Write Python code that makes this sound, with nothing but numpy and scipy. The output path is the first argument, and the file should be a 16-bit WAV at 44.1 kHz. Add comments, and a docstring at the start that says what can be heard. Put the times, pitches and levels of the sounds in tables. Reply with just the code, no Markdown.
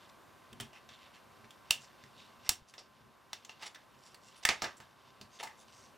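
"""Metal clips snap and memory modules knock as they are levered out of slots on a bare circuit board.
Each contact is a rattle of tiny blows through damped board modes, with a diffuse room tail.
Fingers and module edges rub: swells of clumped noise. The desk rumbles and thuds in its own low modes.
Short low bumps sit mostly at the hardest snaps. A computer fan nearby is shaped noise plus unsteady tones."""
import sys
import numpy as np
from scipy import signal
from scipy.fft import rfft, irfft, next_fast_len
from scipy.io import wavfile
from scipy.ndimage import map_coordinates

SR = 44100
rng = np.random.default_rng(int(sys.argv[2]) if len(sys.argv) > 2 else 0)


def master_out(mix):
    """Clip the mix to full scale and print it as 16-bit PCM to the path in sys.argv[1]."""
    frames = np.transpose(np.atleast_2d(mix))
    ceiling = np.clip(frames, -1, 1)
    pcm = np.round(ceiling * 32767).astype(np.int16)
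    wavfile.write(sys.argv[1], SR, pcm)


N = 263277

# Snaps and knocks. Each row: start in seconds, peak of the direct sound in dB, favoured ring in Hz, its boost in dB,
# contact decay in ms, then relative colour in dB: knock (low), body (1900 Hz), treble (8500 Hz).
CONTACTS = [(0.529, -47, 3100, 13, 2.5, -26, -12, -9), (0.6003, -34, 3230, 11.5, 2.05, -11.5, -12.5, -10),
            (0.607, -36, 1830, 11, 3.6, -33, -23, -3), (0.7314, -50, 2700, 14, 1.8, -9, -17, -15),
            (0.8894, -46, 3550, 8, 3.1, -14.5, -12, -20), (1.5063, -48, 3330, 13, 3.2, -20, -17, -10),
            (1.703, -46, 2750, 8, 1.8, -30, 3, -27), (1.7075, -12, 2830, 11, 1.36, -25.5, -25, -11.5),
            (1.819, -50.5, 7400, 10, 1.2, -26, -22, -15), (2.0381, -46.5, 1950, 8, 1.57, -16, -8, -20),
            (2.4921, -10, 6770, 5, 0.64, -32, -35, -7.5), (2.4946, -17.5, 5700, 5.5, 1.3, -20, -17, -6.5),
            (2.7382, -41.5, 3500, 8.5, 2, -13.5, -7.5, -11.5),
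            (2.7803, -39, 4940, 12.5, 2.1, -9.5, -22.5, -27.5),
            (3.331, -27.5, 3594, 5.5, 1.8, -23, -18, -17), (3.4487, -38, 6960, 8.5, 2.5, -23, -20, -13.5),
            (3.494, -36.5, 2820, 12, 1.9, -15, -16, -21), (3.624, -42.5, 860, 13.5, 2.2, -14, -26, -11),
            (3.7464, -43.5, 3580, 10.5, 4.5, -20, -10, -13), (3.758, -45.5, 1710, 15, 3.4, -15, -8, -30),
            (4.144, -45, 4500, 13, 4, -21, -6.5, -5), (4.4511, -13.5, 2010, 7, 2.7, -21, -10.5, -12.5),
            (4.4893, -13, 2390, 5.5, 1.48, -14, -13, -21), (4.6196, -24, 1260, 8.5, 2.2, -9.5, -14.5, -17),
            (4.6411, -28.5, 1560, 3, 3.5, -10, -8.5, -23), (4.802, -44.5, 1590, 10, 2.1, -9.5, -13, -14),
            (5.2122, -42, 4400, 7.5, 2.6, -17.5, -20.5, -16), (5.4285, -34, 867, 16.5, 3, -12, -13, -9),
            (5.434, -35, 886, 17, 2.7, -13, -14, -14), (5.471, -42.5, 1940, 13, 4.5, -13, -10.5, -13)]
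# Modes of board, slots and clips. Each row: frequency in Hz, relative level in dB, t60 in seconds.
BOARD_MODES = [(757, -14, 0.046), (922, -2.5, 0.015), (1290, -7, 0.01495), (1776, -14.5, 0.018),
               (2132, 2, 0.0047), (2765, -7.5, 0.012), (3068, -3.5, 0.006), (3704, -2, 0.0052),
               (4344, -6, 0.0049), (4915, -1, 0.0037), (5647, -3.5, 0.0092), (6380, -1.5, 0.0043),
               (7424, -1.5, 0.0035), (8190, -4, 0.0034), (10060, 1, 0.0019)]
# Each mode leans to one microphone: typical gain there at 1 kHz, the opposite at the other; less at higher pitch.
SIDEWAYS_DB = 3.5
RING_WIDTH = 0.091  # bandwidth of the favoured ring over its pitch
# Room share of a contact: dB at knock 0, and dB per dB of knock.
SPREAD_DB, SPREAD_PER_KNOCK = 6, 0.6

# Decay of the room. Each row: frequency in Hz, t60 in seconds.
ROOM_T60 = [(150, 0.22), (1000, 0.22), (3000, 0.2), (8000, 0.18), (15000, 0.15)]

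# Strokes of fingers and module edges. Each row: middle in seconds, half span in seconds,
# level in dB before the swell, centre in Hz.
STROKES = [(0.097, .012, -62.5, 3970), (0.768, 0.072, -62, 2570), (0.937, 0.09, -62, 3160),
           (1.048, 0.14, -65.5, 3180), (1.155, 0.045, -62, 3140), (1.446, 0.015, -60.5, 2200),
           (1.834, 0.077, -62.5, 4860), (2.202, 0.18, -65.5, 3900), (2.465, 0.042, -56, 2480),
           (2.696, 0.04, -62, 6300), (2.796, 0.022, -55, 4570), (3.635, 0.053, -47.5, 3000),
           (3.668, 0.033, -46.5, 3730), (4.061, 0.16, -65, 5260), (4.275, 0.12, -66, 5700),
           (4.383, 0.044, -65.5, 8500), (4.435, 0.013, -50, 4800), (4.779, 0.026, -64, 9800),
           (5.353, 0.082, -63, 4840), (5.407, 0.032, -50.5, 3500), (5.411, 0.025, -50, 1320),
           (5.51, 0.028, -63.5, 1360), (5.607, 0.072, -65, 6500), (5.79, 0.2, -65, 5900)]
STROKE_ROOM_DB, STROKE_RING_DB = -9.5, 3.5
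# Stroke bandwidth: octaves at -67.5 dB, and added octaves per dB above that.
WIDTH_OCT, WIDER_OCT_PER_DB = 1, 0.11
# Faint restless rubbing. Each row: time in seconds, level in dB.
FIDGET_LEVEL = [(0.0, -67), (0.15, -78), (2.46, -72), (3.27, -76.5), (3.57, -68.5), (3.87, -79),
                (4.62, -65.5), (4.8, -73.5), (5.97, -74)]
FIDGET_HZ, FIDGET_SWING_DB = 3575, 2.5
# Where the hands work. Each row: time in seconds, left over right in dB.
HAND_PLACE = [(0, -1), (4.3, -1), (4.44, -3), (4.7, -1.5), (4.9, -0.5)]

# Desk modes. Each row: frequency in Hz, relative level in dB, t60 in seconds.
DESK_MODES = [(71.8, -24.5, 0.082), (113.5, -7.5, 0.08), (139.4, -6, .12), (225.6, 1.5, 0.054),
              (385, -0.5, 0.044)]
# Hands leaning on the desk. Each row: time in seconds, level in dB before the bass cut.
LEANING = [(0, -73), (2.3, -71.5), (2.9, -71), (4.7, -75), (4.9, -73.5), (5.97, -71)]
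# Soft thuds of hands and board on the desk. Each row: start in seconds, drive in dB.
DESK_THUDS = [(0.525, -54.5), (0.607, -49), (1.439, -59), (2.038, -62), (2.498, -55.5), (4.492, -49),
              (4.63, -50.5), (4.799, -58), (5.211, -55)]
# Short low bumps, mostly at the hardest snaps. Each row: start in seconds, peak in dB midway between left and right.
LOW_BUMPS = [(1.706, -46), (2.493, -41), (2.62, -53), (4.451, -40.5)]

# Spectrum of the air rush. Each row: frequency in Hz, relative density in dB.
RUSH_SPECTRUM = [(30, -47), (50, -17.5), (105, -10.5), (370, -10.5), (430, -15.5), (530, -9.5), (1150, -10),
                 (1700, -16), (4000, -25.5), (8500, -31), (14800, -33.5), (15600, -46)]
RUSH_DB = -65.5
# Fan motor tones. Each row: frequency in Hz, mean peak level in dB.
MOTOR_TONES = [(937, -79.5), (1039, -71), (1141, -74.5), (1556, -77)]
# Likeness of the rush at both microphones. 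Each row: frequency in Hz, left-right correlation.
RUSH_LIKENESS = [(60, 0.63), (180, 0.182), (550, 0.47), (1650, 0.94), (4970, 0.94), (15000, 1)]

# Gain of the whole scene: it dips briefly after the snaps near 2.5 s, then returns. Each row: time in seconds, gain in dB.
LEVEL_GAIN = [(2.52, 3.5), (2.64, -3), (2.8, 0), (4.5, 2.5)]
TOP_HZ, EDGE_HZ = 16100, 500  # band limit: middle and half width of its slope


def snaps():
    """Rattling contacts crack and ring the board modes; the ring's energy spreads into the room."""
    out = np.zeros((2, N + SR))
    t = np.arange(SR // 20) / SR
    lead = 64  # samples kept free ahead of the board response
    sideways_db = SIDEWAYS_DB * (1000 / np.transpose(BOARD_MODES)[0]) ** .5
    for start_s, peak_db, ring_hz, ring_db, contact_ms, knock_db, body_db, treble_db in CONTACTS:
        struck, lean = rng.standard_normal((2, len(BOARD_MODES)))
        left_right = [ringing(BOARD_MODES, 1.5 * struck + side * sideways_db * lean) for side in (1, -1)]
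        board = np.pad(left_right, ((0, 0), (lead, 0)))
        board[:, lead] += 10  # dry crack
        colour = [(100, knock_db - 17), (800, knock_db - 4), (1900, body_db), (3000, -14),
                  (6300, -13), (8500, treble_db), (15000, treble_db - 8)]
        board = filtered(board, lambda f: amp(along(colour, f)) * favour(f, ring_hz, ring_db))
        blows = rattle(t, contact_ms / 1000)
        direct = signal.fftconvolve(blows[None], board, axes=1)
        direct *= amp(peak_db) / np.abs(direct.mean(0)).max()
        around = board.mean(0) * np.linalg.norm(direct) / np.linalg.norm(board)
        room_db = SPREAD_DB + SPREAD_PER_KNOCK * knock_db
        add(out, start_s - lead / SR, direct)
        add(out, start_s - lead / SR, amp(room_db) * echo(around))
    return out[:, :N]


def rattle(t, contact_s):
    """Decaying burst of tiny blows; signs are iterated towards a flat spectrum."""
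    sizes = np.abs(rng.standard_normal(len(t))) * t ** 0.4 * np.exp(-t / contact_s)
    blows = sizes * np.sign(rng.standard_normal(len(t)))
    for _ in range(6):
        flat = irfft(np.exp(1j * np.angle(rfft(blows))), len(t))
        blows = sizes * np.sign(flat)
    return blows


def favour(f, ring_hz, ring_db):
    """Resonant boost of one narrow ring: the place of contact favours it."""
    width_hz = RING_WIDTH * ring_hz
    return 1 + (amp(ring_db) - 1) * 1j * f * width_hz / (ring_hz ** 2 - f ** 2 + 1j * f * width_hz)


def ringing(modes, gain_db):
    """Impulse response of damped modes, each at its own extra gain."""
    hz, db, t60_s = np.transpose(modes)[..., None]
    t = np.arange(SR // 5) / SR
    decay = amp(db + np.reshape(gain_db, (-1, 1)) - 60 * t / t60_s)
    return np.sum(decay * np.sin(2 * np.pi * hz * t), 0)


def echo(x):
    """Room response: a new diffuse noise tail, partly alike at the two close-set microphones."""
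    hz, t, z = signal.stft(rng.standard_normal((2, SR // 4)), SR, nperseg=256)
    decay = amp(-60 * t / along(ROOM_T60, hz)[:, None])
    mid, side = signal.istft(z * decay, SR, nperseg=256)[1]
    side_share = [(300, 0.34), (1500, 0.41), (4000, 0.16), (12000, 0.16)]  # (Hz, gain)
    side = filtered(side, lambda f: along(side_share, f))
    delayed = np.pad([mid + side, mid - side], ((0, 0), (200, 0)))
    return signal.fftconvolve(x[None], delayed / np.linalg.norm(mid), axes=1)


def rubs():
    """Sliding makes swells of uneven grains, coloured by centre pitch and faintly by the board."""
    out = np.zeros((2, N + SR))
    body = ringing(BOARD_MODES, 0)
    body[0] += 4.5  # unrung share
    clumps = amp(1.5 * wobble(60) + 3 * wobble(600))
    for middle_s, half_s, db, centre_hz in STROKES:
        at = max(round((middle_s - half_s) * SR), 0)
        size = round(2 * half_s * SR)
        grains = (rng.standard_normal(SR // 2) * np.resize(clumps[at:], SR // 2))[:size]
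        touched = ringing(BOARD_MODES, 3.5 * rng.standard_normal(len(BOARD_MODES)))
        touched[0] = body[0]
        grains = signal.fftconvolve(grains, touched)[:size]
        grains = filtered(grains, lambda f: favour(f, centre_hz, STROKE_RING_DB))
        width_oct = max(WIDTH_OCT + WIDER_OCT_PER_DB * (db + 67.5), .3)
        grains = filtered(grains, band(centre_hz, width_oct))
        stroke = amp(db) * unit(grains) * np.hanning(size) ** 2
        add(out, at / SR, stroke)
        add(out, at / SR, amp(STROKE_ROOM_DB) * echo(stroke))
    return out[:, :N] + fidget(clumps, body)


def fidget(clumps, body):
    """Faint rubbing: clumped noise through the board, swinging in level, same in both channels."""
    grains = rng.standard_normal(N) * clumps * amp(FIDGET_SWING_DB * wobble(21))
    grains = signal.fftconvolve(grains, body)[:N]
    return amp(curves(FIDGET_LEVEL)[0]) * unit(filtered(grains, band(FIDGET_HZ, WIDTH_OCT)))


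def band(centre_hz, octaves):
    """Bell-shaped response on an octave axis."""
    return lambda f: (1 + (np.log2((f + 1) / centre_hz) / octaves) ** 2) ** -2


def desk():
    """Lumpy noise and soft blows excite the desk modes; low bumps are added."""
    lumps = pair([(100, .7)]) * amp(2.5 * wobble(12))
    rumble = signal.fftconvolve(lumps, ringing(DESK_MODES, 0)[None], axes=1)[:, :N]
    out = np.pad(amp(curves(LEANING)[0]) * unit(rumble), ((0, 0), (0, SR)))
    soft = np.hanning(SR // 500)  # a padded contact starts no high tones
    for start_s, db in DESK_THUDS:
        thud = ringing(DESK_MODES, 2 * rng.standard_normal(len(DESK_MODES)))
        thud = amp(db) * np.convolve(thud, soft / soft.sum())
        add(out, start_s, thud)
        add(out, start_s, echo(thud))
    # bass cut: keeps the abrupt starts of the modes from adding deep bass
    out = filtered(out, lambda hz: 1 / (1 + (55 / (hz + 1)) ** 4))
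    low_bumps(out)
    return out[:, :N]


def low_bumps(out):
    """Adds one-sided pulses, peaking after 1.6 ms, stronger in the left channel."""
    u = np.arange(SR // 10) / SR / 0.0016
    for start_s, peak_db in LOW_BUMPS:
        left_right_db = peak_db + np.array([[2.5], [-2.5]])
        add(out, start_s, amp(left_right_db) * u * np.exp(1 - u))


def fan():
    """Turbulent air as shaped noise, motor whine as tones wandering in level and phase."""
    noise = filtered(pair(RUSH_LIKENESS), lambda hz: amp(along(RUSH_SPECTRUM, hz)))
    rush = amp(RUSH_DB + .7 * wobble(2.8)) * unit(noise)
    t = np.arange(N) / SR
    tones = sum(amp(db + 0.61 * wobble(5.4)) * np.sin(2 * np.pi * hz * t + wobble(5.2))
                for hz, db in MOTOR_TONES)
    return rush + tones


def pair(alike):
    """Left and right noises, as alike as the (Hz, likeness) points say."""
    turn = lambda hz: np.arccos(np.clip(along(alike, hz), -1, 1)) / 2
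    mid_side = lambda hz: np.array([np.cos(turn(hz)), np.sin(turn(hz))])
    mid, side = filtered(rng.standard_normal((2, N)), mid_side)
    return np.array([mid + side, mid - side])


def amp(db):
    """dB to amplitude."""
    return 10 ** (np.asarray(db) / 20)


def unit(x):
    """x at an rms of 1."""
    return x / np.sqrt(np.mean(x ** 2) + 1e-20)


def along(points, hz):
    """(Hz, value) points interpolated on a log axis."""
    f, v = np.transpose(points)
    return np.interp(np.log(hz + 1), np.log(f + 1), v)


def curves(rows):
    """One value per sample for each column after the time."""
    s, *cols = np.transpose(rows)
    return [np.interp(np.arange(N) / SR, s, c) for c in cols]


def wobble(rate_hz):
    """Smooth random curve through rate_hz knots a second."""
    knots = rng.standard_normal(int(N * rate_hz / SR) + 4)
    return map_coordinates(knots, [np.arange(N) * rate_hz / SR])


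def filtered(x, response):
    """x through a complex response of frequency."""
    m = next_fast_len(x.shape[-1] + SR // 4)
    return irfft(rfft(x, m) * response(np.fft.rfftfreq(m, 1 / SR)), m)[..., :x.shape[-1]]


def add(out, start_s, sound):
    """Adds one sound to both channels of out."""
    at = max(round(start_s * SR), 0)
    out[:, at:at + sound.shape[-1]] += sound


def scene():
    """Hands placed left to right, plus desk and fan, under one level curve."""
    pan_db = curves(HAND_PLACE)[0]
    hands = (snaps() + rubs()) * amp([pan_db / 2, -pan_db / 2])
    return (hands + desk() + fan()) * amp(curves(LEVEL_GAIN)[0])


def record(dry):
    """Band limit of the camera: a squared-sine slope to silence around TOP_HZ."""
    slope = lambda hz: np.clip((TOP_HZ + EDGE_HZ - hz) / (2 * EDGE_HZ), 0, 1)
    return filtered(dry, lambda hz: np.sin(np.pi / 2 * slope(hz)) ** 2)


dry = scene()
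out = record(dry)
master_out(out)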